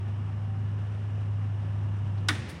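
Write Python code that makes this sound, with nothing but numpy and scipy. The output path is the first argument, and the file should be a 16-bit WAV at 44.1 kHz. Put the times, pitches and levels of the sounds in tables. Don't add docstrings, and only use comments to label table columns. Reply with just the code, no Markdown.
import sys
import numpy as np
from scipy import signal
from scipy.fft import rfft, irfft
from scipy.io import wavfile
from scipy.ndimage import uniform_filter1d

SR = 44100
rng = np.random.default_rng(int(sys.argv[2]) if len(sys.argv) > 2 else 0)


def put_to_file(sound):
    columns = np.atleast_2d(sound).T
    safe = np.clip(columns, -1, 1)
    whole_steps = np.round(safe * 32767)
    wavfile.write(sys.argv[1], SR, whole_steps.astype(np.int16))


N = 114660
OFF_S = 2.285


def amp(db):
    return 10 ** (np.asarray(db) / 20)


def clock():
    return np.arange(N) / SR


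def since_off():
    return np.maximum(clock() - OFF_S, 0)


def decay(age, t60):
    return np.exp(-np.log(1000) * age / t60)


def unit(x):
    return x / np.sqrt(np.mean(x ** 2) + 1e-20)


def curve(points):
    return np.interp(clock(), *np.transpose(points))


def over_hz(points, hz):
    f, value = np.transpose(points)
    return np.interp(np.log(hz + 1), np.log(f + 1), value)


def colour(x, spectrum):
    hz = np.fft.rfftfreq(len(x), 1 / SR)
    return irfft(rfft(x) * amp(over_hz(spectrum, hz)), len(x))


def noise(spectrum):
    return unit(colour(rng.standard_normal(N), spectrum))


def band(hz, width):
    f = np.fft.rfftfreq(N, 1 / SR)
    resonance = 1 / (1 + ((f - hz) / width) ** 2) ** 2
    return unit(irfft(rfft(rng.standard_normal(N)) * resonance, N))


def drift(hz):
    f = np.fft.rfftfreq(N, 1 / SR)
    lowpass = (f > 0) * np.exp(-(f / hz) ** 2)
    return unit(irfft(rfft(rng.standard_normal(N)) * lowpass, N))


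def dying(x, t60s):
    hz, t, z = signal.stft(x, SR, nperseg=128)
    z = z * decay(t, over_hz(t60s, hz)[:, None])
    return signal.istft(z, SR, nperseg=128)[1][:len(x)]


def evened(x, width_hz):
    z = rfft(x)
    bins = max(round(width_hz * len(x) / SR), 1)
    power = uniform_filter1d(abs(z) ** 2, bins)
    return irfft(z / np.sqrt(abs(power) + 1e-12), len(x))


def ring(age, hz, t60):
    return np.sin(2 * np.pi * hz * age) * decay(age, t60)


def burst(s, rise, t60):
    age = clock() - s
    return np.exp(np.minimum(age / rise, -np.log(1000) * age / t60))


# frequency in Hz, t60 in s before the spectrum is evened
ECHO_T60 = [(200, 0.53), (1500, 0.39), (4000, 0.34), (9000, 0.36), (14000, 0.24)]
ECHO_DB, ECHO_BUILD_S = -9.5, 0.0075


def workshop(x):
    half = SR // 2
    tail = evened(dying(rng.standard_normal(SR), ECHO_T60), width_hz=12)[:half]
    tail = tail * np.minimum(clock()[:half] / ECHO_BUILD_S, 1)
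    return amp(ECHO_DB) * signal.fftconvolve(x, tail / np.linalg.norm(tail))[:N]


# frequency in Hz, relative level in dB per Hz
RUMBLE_COLOUR = [(20, -48), (31, -30), (48, -19), (70, -6.5), (120, -1.5), (150, -2.5), (190, -8.5),
                 (230, -5.5), (275, -12), (380, -10), (460, -28), (900, -71)]
# time in s, gain in dB
RUMBLE_SWELL = [(0, 3.5), (1.0, 0.5), (1.7, 1.5), (2.0, 2.5), (2.28, 5.5), (2.42, 7), (2.6, 5)]
# centre in s, frequency in Hz, rms level at the centre in dB,
# length from the centre to 1/e in s
SHUDDERS = [(1.88, 127.4, -40, 0.051), (2.036, 129, -37.5, .05), (2.06, 205, -47, .03),
            (2.38, 112, -36, 0.018), (2.395, 212, -45, .025), (2.41, 133, -41, .04),
            (2.438, 232, -45.5, 0.022), (2.455, 200, -47, .015), (2.51, 78, -44.5, 0.085),
            (2.546, 168, -44, 0.04)]
RUMBLE_DB = -49.7


def frame():
    t = clock()
    out = noise(RUMBLE_COLOUR) * amp(RUMBLE_DB + curve(RUMBLE_SWELL))
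    for s, hz, db, length in SHUDDERS:
        mode = unit(np.sin(2 * np.pi * (hz * t + rng.random())))
        out += amp(db) * np.exp(-((t - s) / length) ** 2) * mode
    return out


# frequency in Hz, relative level in dB per Hz
VALVE_COLOUR = [(200, -19.5), (480, 4.5), (900, -9.5), (2000, 1.8), (3200, -6.2), (5200, -12), (7000, -18),
                (9500, -28), (11500, -46), (16000, -46)]
VALVE_DB, VALVE_RISE_S, VALVE_HOLD_S, VALVE_FALL_DB_PER_S = -48.4, 0.115, 0.21, 48


def valve():
    age = since_off()
    ebb_db = VALVE_FALL_DB_PER_S * np.maximum(age - VALVE_HOLD_S, 0)
    return noise(VALVE_COLOUR) * np.minimum(age / VALVE_RISE_S, 1) * amp(VALVE_DB - ebb_db)


# peak time in s, level in dB, centre in Hz, width in Hz
TICKS = [(.54, -53, 1400, 900), (.865, -77, 8500, 3000), (.947, -75, 9000, 3000), (1.312, -73, 7500, 2500),
         (2.181, -60, 4100, 700), (2.184, -68, 5500, 1200)]
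# peak time in s, level in dB, rise in s, t60 in s
SCUFF = (2.498, -45, 0.0065, 0.087)
# frequency in Hz, relative level in dB per Hz
SCUFF_COLOUR = [(500, -17), (2000, 1), (5000, -1.5), (7000, -10), (9500, -3), (12000, -16), (15500, -14)]
TICK_RISE_S, TICK_T60_S = .002, .05


def scrapes():
    out = np.zeros(N)
    for s, db, hz, width in TICKS:
        out += amp(db) * band(hz, width) * burst(s, TICK_RISE_S, TICK_T60_S)
    s, db, rise, t60 = SCUFF
    return out + amp(db) * noise(SCUFF_COLOUR) * burst(s, rise, t60)


WAVER, WAVER_HZ = 0.33, 3


def wavering(turns):
    wander = 1 + WAVER * (drift(WAVER_HZ) + 1j * drift(WAVER_HZ))
    return unit((wander * np.exp(2j * np.pi * (turns + rng.random()))).real)


# time in s, speed in turns per s
SHAFT_SPEED = [(0, 25.25), (1.0, 25.7), (1.5, 25.4), (1.88, 25.36), (2.05, 25.1), (2.29, 25.1)]
# time in s, level in dB
HUM_LOAD = [(0, -30.8), (.35, -31.5), (.68, -30), (1.0, -32), (1.3, -29), (1.6, -30.5), (1.88, -29),
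            (2.29, -30.5)]
SHAFT_ORDERS = [1.5, 2, 2.5, 3, 3.5, 4.5, 5, 5.5, 6, 6.5, 7, 8, 9, 10, 10.5, 11]
SHAFT_ORDER_DB = [-35.5, -36.5, -30, -18.5, -33, -21.5, -19.5, -28, -28.5, -25, -27.5, -27.5, -27, -31, -37,
                  -36]
# frequency in Hz, level in dB
WHINE = [(109.5, -58), (157.7, -50), (221, -59), (249.6, -63), (581.7, -72), (777, -66.5), (956, -70),
         (1132, -73), (1729, -76), (2294, -79), (2793, -81)]
# centre in Hz, width in Hz, level in dB
HOUSING = [(772, 20, -68), (1180, 70, -70), (1720, 50, -72), (2850, 170, -72), (5240, 80, -85)]
# frequency in Hz, relative level in dB per Hz
RUSH_COLOUR = [(150, -21), (400, 2), (600, 1.5), (950, 1), (1300, -2.5), (1750, -5), (2150, -9.5),
               (2850, -9), (3500, -15.5), (4400, -23.5), (5600, -21.5), (6800, -28), (9500, -29),
               (10400, -37), (11300, -48), (16000, -59)]
# time in s, gain in dB
RUSH_SWELL = [(0, -0.48), (.5, -0.89), (.9, 0.29), (1.3, -0.64), (1.8, 0.82), (2.25, 0.7), (2.6, 0)]
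HUM_ORDER, HUM_WAVER = 4, 0.035
HUM_HOLD_S, HUM_FALL_DB_PER_S = 0.045, 85
COAST_S = 3.55
RUSH_DB, RUSH_THROB, RUSH_THROB_ORDER, RUSH_FLICKER_DB = -51.9, 0.063, 1.5, 0.63


def motor():
    t, age = clock(), since_off()
    turns = np.cumsum(curve(SHAFT_SPEED) * np.exp(-age / COAST_S)) / SR
    power = amp(-HUM_FALL_DB_PER_S * np.maximum(age - HUM_HOLD_S, 0))

    hum = np.sqrt(2) * np.sin(2 * np.pi * HUM_ORDER * turns)
    hum = hum * (1 + HUM_WAVER * drift(WAVER_HZ))
    orders = sum(amp(db) * wavering(k * turns) for k, db in zip(SHAFT_ORDERS, SHAFT_ORDER_DB))
    whine = sum(amp(db) * wavering(hz * t) for hz, db in WHINE)
    housing = sum(amp(db) * band(hz, width) for hz, width, db in HOUSING)

    throb = 1 + RUSH_THROB * np.sin(2 * np.pi * RUSH_THROB_ORDER * turns)
    rush_db = RUSH_DB + curve(RUSH_SWELL) + RUSH_FLICKER_DB * drift(hz=25)
    rush = noise(RUSH_COLOUR) * throb * amp(rush_db)
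    return power * (amp(curve(HUM_LOAD)) * (hum + orders) + whine + housing) + rush


# frequency in Hz, level in dB before rise and decay, t60 in s
BOX_MODES = [(1040, -21, 0.04), (1180, -22, 0.04), (1470, -13.5, 0.046), (1920, -24, 0.05),
             (2230, -25, .035), (2550, -31, 0.035), (3080, -23.5, 0.03), (3450, -27.5, .04),
             (3790, -23.5, 0.05), (4450, -27, .025), (4770, -28, 0.035), (5300, -24.5, 0.02),
             (5690, -20, 0.02)]
# starting frequency in Hz, level in dB before rise and decay, t60 in s
PANEL_MODES = [(262, -26, .2), (322, -13.5, .1), (400, -26, .07)]
# frequency in Hz, relative level in dB per Hz
CHATTER_COLOUR = [(200, -25), (550, -3), (850, -8), (1100, -1), (1400, -4), (1900, 2), (2400, -4),
                  (3500, -6), (5000, -15), (7200, -16), (10000, -23), (12000, -40)]
BOX_RISE_CYCLES = 8
PANEL_RISE_S, PANEL_SAG_HZ_PER_S = .031, 750
CHATTER_DB, CHATTER_PER_S, CHATTER_RISE_S, CHATTER_T60_S = -33.5, 500, .04, .34
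CHATTER_CLUMP_DB, CHATTER_CLUMP_HZ = 2.2, 55


def cabinet():
    age = since_off()
    box = np.zeros(N)
    for hz, db, t60 in BOX_MODES:
        rise = np.minimum(age * hz / BOX_RISE_CYCLES, 1) ** 2
        box += amp(db) * ring(age, hz, t60) * rise

    panel = np.zeros(N)
    for hz, db, t60 in PANEL_MODES:
        panel += amp(db) * ring(age, hz - PANEL_SAG_HZ_PER_S * age / 2, t60)
    panel *= np.minimum(age / PANEL_RISE_S, 1) ** 2

    taps = rng.choice([-1., 1.], N) * (rng.random(N) < CHATTER_PER_S / SR)
    fade = np.minimum(age / CHATTER_RISE_S, 1) * decay(age, CHATTER_T60_S)
    clumps = amp(CHATTER_DB + CHATTER_CLUMP_DB * drift(CHATTER_CLUMP_HZ))
    return box + panel + unit(colour(taps, CHATTER_COLOUR)) * fade * clumps


# time in s, relative level in dB, treble edge in Hz
BLOWS = [(2.2849, -3, 14000), (2.2857, 4.5, 12000), (2.2869, 0, 6000), (2.2900, 2.5, 1800),
         (2.3000, -5, 3500)]
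# frequency in Hz, relative level in dB per Hz
CLACK_COLOUR = [(150, -17), (400, -8), (750, -5.5), (1100, 0), (1300, -.5), (1500, .5), (1750, 2.5),
                (2050, 3.5), (2400, -4), (3100, -4), (3550, -2), (3900, -4.5), (4400, -8.5), (5200, -7.5),
                (5900, -9), (6500, -14.5), (7200, -13), (9200, -12), (10400, -17.5), (11300, -31),
                (15500, -28)]
# frequency in Hz, t60 in s
CLACK_T60 = [(300, 0.1), (1500, 0.11), (3500, 0.078), (6000, 0.03), (12000, 0.06)]
CLACK_DB, CLACK_RISE_S, CLACK_SMOOTH_HZ = 3.8, 0.00012, 45


def switch():
    t = clock()[:SR // 2]
    rattle = np.zeros(len(t))
    first = BLOWS[0][0]
    for s, db, edge_hz in BLOWS:
        blow = dying(rng.choice([-1., 1.], len(t)), CLACK_T60)
        blow = blow * (1 - np.exp(-t / CLACK_RISE_S))
        blow = signal.lfilter(*signal.butter(2, edge_hz, fs=SR), blow)
        start = round((s - first) * SR)
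        rattle[start:] += amp(db) * blow[:len(t) - start]
    rattle = colour(evened(rattle, CLACK_SMOOTH_HZ), CLACK_COLOUR)[:len(t) // 2]

    out = np.zeros(N)
    start = round(first * SR)
    clack = amp(CLACK_DB) * rattle / np.linalg.norm(rattle)
    out[start:start + len(clack)] = clack[:N - start]
    return out


def scene():
    hits = scrapes() + switch()
    machine = frame() + valve() + motor() + cabinet()
    return (machine + hits + workshop(hits))[None]


CUTOFF_HZ = 15900


def record(dry):
    lowpass = signal.firwin(511, CUTOFF_HZ, window=("kaiser", 9), fs=SR)
    return signal.oaconvolve(dry, lowpass[None], "same")


dry = scene()
out = record(dry)
put_to_file(out)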